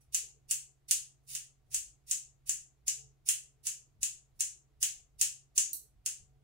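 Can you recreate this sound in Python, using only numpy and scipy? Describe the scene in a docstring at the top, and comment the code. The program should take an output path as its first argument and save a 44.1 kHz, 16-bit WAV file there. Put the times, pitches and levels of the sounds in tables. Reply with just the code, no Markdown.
"""Steel scissors snip into a bunch of dry hair, sixteen times, in a small hard-walled room.
Each stroke is a crunch of parting strands, then the click of the blades shutting; once they tick on reopening.
Noise bursts and impulses are the forces; the steel's colour and the room's echoes shape them.
Two microphone ports listen, the right one nearer: the room rings for about a third of a second,
over a wavering fan hum, low rumble, soft air noise and a few faint hollow swells."""
import sys
import numpy as np
from scipy import signal
from scipy.fft import rfft, irfft, next_fast_len
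from scipy.io import wavfile
from scipy.ndimage import uniform_filter1d, map_coordinates

SR = 44100
rng = np.random.default_rng(int(sys.argv[2]) if len(sys.argv) > 2 else 0)


def materialize(psi):
    """Save the field psi as 16-bit PCM at rate SR to the path in sys.argv[1].

    A 1-D psi becomes a single channel; in a 2-D psi each row is a channel.
    """
    bounded = np.clip(np.atleast_2d(psi).T, -1, 1)
    quanta = np.round(bounded * 32767).astype(np.int16)
    wavfile.write(sys.argv[1], SR, quanta)


N = 283783  # length [samples]


def amp(db):
    """Decibels as an amplitude factor."""
    return 10 ** (np.asarray(db) / 20)


def unit(x):
    """x scaled to rms 1."""
    return x / np.sqrt(np.mean(x ** 2) + 1e-30)


def along(points, hz):
    """(frequency [Hz], value) points read on a log-frequency axis."""
    f, v = np.transpose(points)
    return np.interp(np.log(hz + 1), np.log(f + 1), v)


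def wobble(rate):
    """A smooth random curve with rate knots a second."""
    knots = rng.standard_normal(int(N * rate / SR) + 4)
    return map_coordinates(knots, [np.arange(N) * rate / SR])


def hump(s, length):
    """A smooth rise from 0 to 1 and back, centred on time s."""
    t = np.arange(N) / SR
    return np.cos(np.pi * np.clip((t - s) / length, -.5, .5)) ** 2


def filtered(x, gain):
    """x times a gain that is a function of frequency."""
    m = next_fast_len(N + SR // 2)
    return irfft(rfft(x, m) * gain(np.fft.rfftfreq(m, 1 / SR)), m)[..., :N]


def causal(db):
    """The quickest-dying (minimum-phase) response with this dB spectrum (last axis), mean energy 1."""
    cepstrum = np.atleast_2d(irfft(np.log(amp(db))))
    half = cepstrum.shape[1] // 2
    # fold the cepstrum onto positive times
    cepstrum[:, 1:half] *= 2
    cepstrum[:, half + 1:] = 0
    response = irfft(np.exp(rfft(cepstrum)))
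    return response / np.sqrt(np.sum(response ** 2) / len(response))


def noise(spectrum, side_db):
    """Stereo noise of rms 1: a shared middle, and a side signal of opposite sign in the two ports."""
    mid, side = filtered(rng.standard_normal((2, N)), lambda hz: amp(along(spectrum, hz)))
    return unit(mid + np.outer([1, -1], amp(side_db) * side))


def add(track, s, sound):
    """Mix a stereo sound into the track at time s."""
    start = max(round(s * SR), 0)
    track[:, start:start + sound.shape[1]] += sound[:, :N - start]


# level difference between the microphone ports: (frequency [Hz], left minus right [dB])
PORT_DIFFERENCE = [(1000, -2), (3000, 0), (5500, 0), (7600, 6), (8500, -1.5), (9600, -13), (11500, -9),
                   (15000, -5)]


def ring(spectrum, bright_db=0, body_db=0, size=1024):
    """The blades' answer to one impulse, as each microphone port colours it."""
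    hz = np.fft.rfftfreq(size, 1 / SR)
    tilt = [(3000, body_db), (7000, 0.024), (11000, bright_db)]
    db = along(spectrum, hz) + along(tilt, hz)
    return causal(db + np.outer([.5, -.5], along(PORT_DIFFERENCE, hz)))


# how long the small room rings: (frequency [Hz], time to fall 60 dB [s])
ROOM_DECAY = [(500, 0.26), (2700, 0.31), (7000, .31), (10000, 0.25), (15000, 0.2)]
# what the blades aim straight at the ports: (frequency [Hz], level [dB])
DIRECT_BEAM = [(1500, -7), (3000, -4), (5000, 0), (6800, 0.5), (9500, 1), (12000, -5), (15500, -1.5)]


def room(tail_db=5, build=.003, count=14, size=128):
    """Paths from the scissors to both ports: direct, off near surfaces, then the diffuse tail; energy 1."""
    # tail: noise that dies at each band's own rate, after a build-up [s]
    hz, t, z = signal.stft(rng.standard_normal((2, SR // 2)), SR, nperseg=256)
    decay = amp(-60 * t / along(ROOM_DECAY, hz)[:, None])
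    tail = signal.istft(z * decay, SR, nperseg=256)[1]
    tail *= 1 - np.exp(-np.arange(tail.shape[1]) / SR / build)
    paths = amp(tail_db) * tail / np.linalg.norm(tail[0])
    for path in paths:
        # near reflections off head, hand and wall; delays [s]
        delays = np.linspace(.0016, .0054, count) + rng.uniform(-.0003, .0003, count)
        path[(delays * SR).astype(int)] += rng.choice([-1, 1], count) / np.sqrt(count)
    paths[:, :size] += causal(along(DIRECT_BEAM, np.fft.rfftfreq(size, 1 / SR)))
    # the left port is 48 samples farther away
    paths[0] = np.pad(paths[0], (48, 0))[:-48]
    return paths / np.sqrt(np.sum(paths ** 2) / 2)


def heard(force, colour, paths):
    """A force on the blades, rung through the steel and the room."""
    coloured_paths = signal.fftconvolve(colour, paths, axes=1)
    return signal.fftconvolve(force[None], coloured_paths, axes=1)


def strands(length, bite, rate=2500, scatter_db=5, slide=0.42, swell=1.6, clump_db=1.0):
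    """Hairs part in little bundles over the hiss of the sliding edges, harder as the blades bite."""
    t = np.arange(int(length * SR)) / SR
    hit = rng.random(len(t)) < rate / SR  # rate [snaps per s]
    size, sign, hiss = rng.standard_normal((3, len(t)))
    snaps = hit * amp(scatter_db * np.clip(size, -2, 2)) * np.sign(sign)
    clumping = map_coordinates(rng.standard_normal(SR // 400), [t * 300])
    bundles = amp(clump_db * np.tanh(clumping))
    texture = unit((unit(snaps) + slide * hiss) * bundles)
    return texture * np.minimum(t / bite, 1) ** swell


# colour of edges sliding, with hair or without: (frequency [Hz], level per Hz [dB])
CRUNCH_SPECTRUM = [(300, -29.5), (1100, -31.5), (2500, -10), (4200, -10.5), (5800, -3.5), (7700, -5),
                   (9600, -4), (12500, -11.5), (15500, -9)]
# the edges slide softly over each other as they open: (time [s], length [s], level [dB])
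OPENING_SLIDES = [(0, .02, -66), (1.217, .04, -75.5), (1.64, .05, -80), (4.336, .04, -75)]


def openings():
    """Steel on steel with no hair between: a whisper of the crunch."""
    track = np.zeros((2, N))
    for s, length, db in OPENING_SLIDES:
        slide = strands(length, length / 2)
        add(track, s, amp(db) * heard(slide, ring(CRUNCH_SPECTRUM), room()))
    return track


# fan and mains lines: (frequency [Hz], level relative to the hum level [dB])
HUM_LINES = [(59.3, -6), (120, -8.5), (135.7, 0.5), (437, -16.5), (745, -19.5)]
# the hum swells now and then: (time of the top [s], length [s], rise above the hum level [dB])
HUM_RISES = [(1.34, .2, 8.3), (1.73, .16, 6), (3.03, .3, 11), (6.33, .4, 6.5)]
HUM_DB = -75  # hum level between swells [dB]


def hum(waver_db=2, drift=0.61):
    """Fan and mains lines, each wavering a little in level and pitch; they swell together."""
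    t = np.arange(N) / SR
    port_phase = np.array([[0], [.9]])  # [rad]
    lines = 0
    for hz, db in HUM_LINES:
        level = np.sqrt(2) * amp(db + waver_db * wobble(3.9))
        phase = 2 * np.pi * hz * t + drift * wobble(3.2)
        lines = lines + level * np.sin(phase + port_phase)
    level_db = HUM_DB + sum(db * hump(s, length) for s, length, db in HUM_RISES)
    return amp(level_db) * lines * amp([[-1], [1]])  # a little stronger at the right port


# colour of the low rumble: (frequency [Hz], level per Hz [dB])
RUMBLE_SPECTRUM = [(15, -13.5), (28, -6.5), (45, -1), (60, -0.5), (80, -10.5), (110, -7.5), (150, -16.5),
                   (220, -20.5), (400, -65.5)]
# dull low bumps that stand out of the rumble: (time of the top [s], level above the rumble [dB])
RUMBLE_BUMPS = [(1.79, 7.5), (2.05, 3), (4.02, 8), (5.25, 9), (5.98, 9.5), (6.22, 9.5)]
BUMP_S = .12  # length of a bump [s]
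# the rumble lifts a little as the arm makes each stroke: lift [dB], lead before the click [s], length [s]
RUMBLE_DB, STROKE_LIFT_DB, STROKE_LEAD_S, STROKE_SPAN_S = -73, 3.5, 0.027, 0.14


def rumble(flutter_db=2, flutter_rate=12):
    """Uneven low noise that lifts with every stroke and at each bump."""
    strokes = sum(hump(s - STROKE_LEAD_S, STROKE_SPAN_S) for s, *_ in STROKES)
    bumps_db = sum(db * hump(s, BUMP_S) for s, db in RUMBLE_BUMPS)
    flutter = flutter_db * wobble(flutter_rate)
    level_db = RUMBLE_DB + STROKE_LIFT_DB * strokes + bumps_db + flutter
    return amp(level_db) * noise(RUMBLE_SPECTRUM, side_db=-9.5)


# colour of the soft air noise: (frequency [Hz], level per Hz [dB])
AIR_SPECTRUM = [(100, -31), (170, -23), (262, -11), (413, -13.5), (499, -18), (741, -16), (862, -22),
                (1230, -22.5), (1770, -26), (1980, -25), (15500, -36.5)]


def background(air_db=-76):
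    """A wavering fan hum over low rumble and steady, soft air noise."""
    return hum() + rumble() + amp(air_db) * noise(AIR_SPECTRUM, side_db=-2)


def impact(chatter_db=-23, settle=.002):
    """One hard contact, and a brief chatter that falls 60 dB in settle seconds as the steel settles."""
    t = np.arange(SR // 50) / SR
    force = amp(chatter_db - 60 * t / settle) * rng.standard_normal(len(t))
    force[0] = 1
    return force / np.linalg.norm(force)


# strokes, levels before the gains in scissors(): (time of shutting [s], click level [dB], stroke length [s],
# time to full bite [s], crunch level [dB], click brightness [dB], click body [dB])
STROKES = [(0.146, -30.5, 0.029, 0.026, -39, 1.4, 2), (0.5107, -31.0, 0.034, 0.022, -44, 3.5, 2.3),
           (0.9104, -26, 0.034, 0.011, -45.5, 4, 1.5), (1.3508, -38, 0.09, 0.039, -46, 0, 3),
           (1.7445, -33, 0.048, 0.043, -41.5, 1.5, 2.5), (2.112, -31, 0.053, 0.051, -40.5, -1.7, -0.9),
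           (2.4937, -32, 0.04, 0.019, -47, -0.5, -0.3), (2.8804, -32.5, 0.021, 0.02, -35.5, -0.24, 0),
           (3.2883, -27, 0.04, 0.035, -37.5, 2.5, 2), (3.669, -34.5, 0.042, 0.039, -40, 1, 1.5),
           (4.0304, -32.0, 0.025, 0.016, -42.5, -0.9, 1), (4.4067, -32, 0.018, 0.013, -38, -1, 1.56),
           (4.8285, -28.5, 0.029, 0.029, -33.5, 2, 2), (5.213, -26, 0.033, 0.022, -41, 1.5, 1),
           (5.5787, -26, 0.032, 0.02, -40, -3, -2), (6.0612, -33.5, 0.013, 0.0068, -51, -1.5, 1)]
# the blades spring apart, level before the tick gain: (time [s], level [dB])
REOPENING_TICKS = [(5.7314, -37)]
# colour of the blades shutting: (frequency [Hz], level per Hz [dB])
CLICK_SPECTRUM = [(300, -44.5), (800, -36.5), (1000, -41.5), (1700, -20.5), (2150, -21.5), (2800, -10.5),
                  (3700, -18), (5300, -11), (6400, -0.5), (6780, 1), (7400, -0.5), (8800, -4), (9800, -8.5),
                  (11800, -18), (15500, -16.5)]
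# colour of the blades springing apart: (frequency [Hz], level per Hz [dB])
TICK_SPECTRUM = [(1000, -36.5), (3550, -33), (3950, -13.5), (4500, -11.5), (5150, -23.5), (5700, -8.5),
                 (6500, -9), (7200, -13), (7900, -3), (10200, -4), (11400, -7), (13400, 3.5), (15500, -6)]


def scissors(click_gain_db=34, crunch_gain_db=3, tick_gain_db=34):
    """Every stroke is a crunch that runs into a click, both along the same paths; a tick is an impact alone."""
    track = np.zeros((2, N))
    for s, click_db, length, bite, crunch_db, bright_db, body_db in STROKES:
        paths = room()
        crunch = heard(strands(length, bite), ring(CRUNCH_SPECTRUM), paths)
        add(track, s - length, amp(crunch_db + crunch_gain_db) * crunch)
        click = heard(impact(), ring(CLICK_SPECTRUM, bright_db, body_db), paths)
        add(track, s, amp(click_db + click_gain_db) * click)
    for s, db in REOPENING_TICKS:
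        tick = heard(impact(), ring(TICK_SPECTRUM), room())
        add(track, s, amp(db + tick_gain_db) * tick)
    return track


# faint hollow swells in the background: (start [s], length [s], centre frequency [Hz], level [dB])
HOLLOW_SWELLS = [(0.199, .11, 432.4, -74.5), (0.222, 0.14, 796, -81), (0.336, 0.064, 427.3, -75),
                 (2.951, .16, 806, -86), (3.004, .13, 409.6, -82.5), (4.526, .11, 351.7, -79),
                 (4.878, 0.14, 787, -83), (5.669, 0.16, 320.8, -75), (5.8, .08, 440, -74),
                 (6.092, .07, 615, -79.5)]


def swells(width_hz=45):
    """Narrow, diffuse puffs of low sound rise and fade: noise through one resonance-shaped band."""
    t = np.arange(N) / SR
    track = np.zeros((2, N))
    for s, length, centre, db in HOLLOW_SWELLS:
        hiss = rng.standard_normal((2, N))
        band = unit(filtered(hiss, lambda hz: 1 / (1 + ((hz - centre) / width_hz) ** 2)))
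        shape = np.sin(np.pi * np.clip((t - s) / length, 0, 1))
        track += amp(db) * shape * band
    return track


def scene():
    """The scissors at work over the quiet sounds of the room."""
    return scissors() + openings() + swells() + background()


def suppressor(x, threshold_db, depth_db, size=1024):
    """Noise reduction: each band is turned down as it sinks towards its own floor, which shortens the tails."""
    hz, t, z = signal.stft(x, SR, nperseg=size, noverlap=size * 3 // 4)
    power = uniform_filter1d(np.abs(z) ** 2, size=3, axis=2)  # smoothed over time
    power = np.abs(uniform_filter1d(power, size=2, axis=1))  # then over frequency
    quietest = np.quantile(power, 1 / 4, axis=2, keepdims=True)
    floor = uniform_filter1d(quietest, size=5, axis=1)
    threshold = floor * amp(threshold_db) ** 2
    opening = 1 / (1 + (threshold / (power + 1e-30)) ** 2)
    above_bass = hz[:, None] > 200  # the bass passes untouched
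    gain = amp(depth_db * (1 - opening) * above_bass)
    return signal.istft(z * gain, SR, nperseg=size, noverlap=size * 3 // 4)[1][:, :N]


TOP_HZ = 15800  # middle of the 200 Hz wide upper cutoff [Hz]


def record(dry):
    """Noise reduction, then nothing above the band limit."""
    quiet = suppressor(dry, threshold_db=7, depth_db=-5)
    return filtered(quiet, lambda hz: np.clip((TOP_HZ - hz) / 200 + .5, 0, 1))


dry = scene()
out = record(dry)
materialize(out)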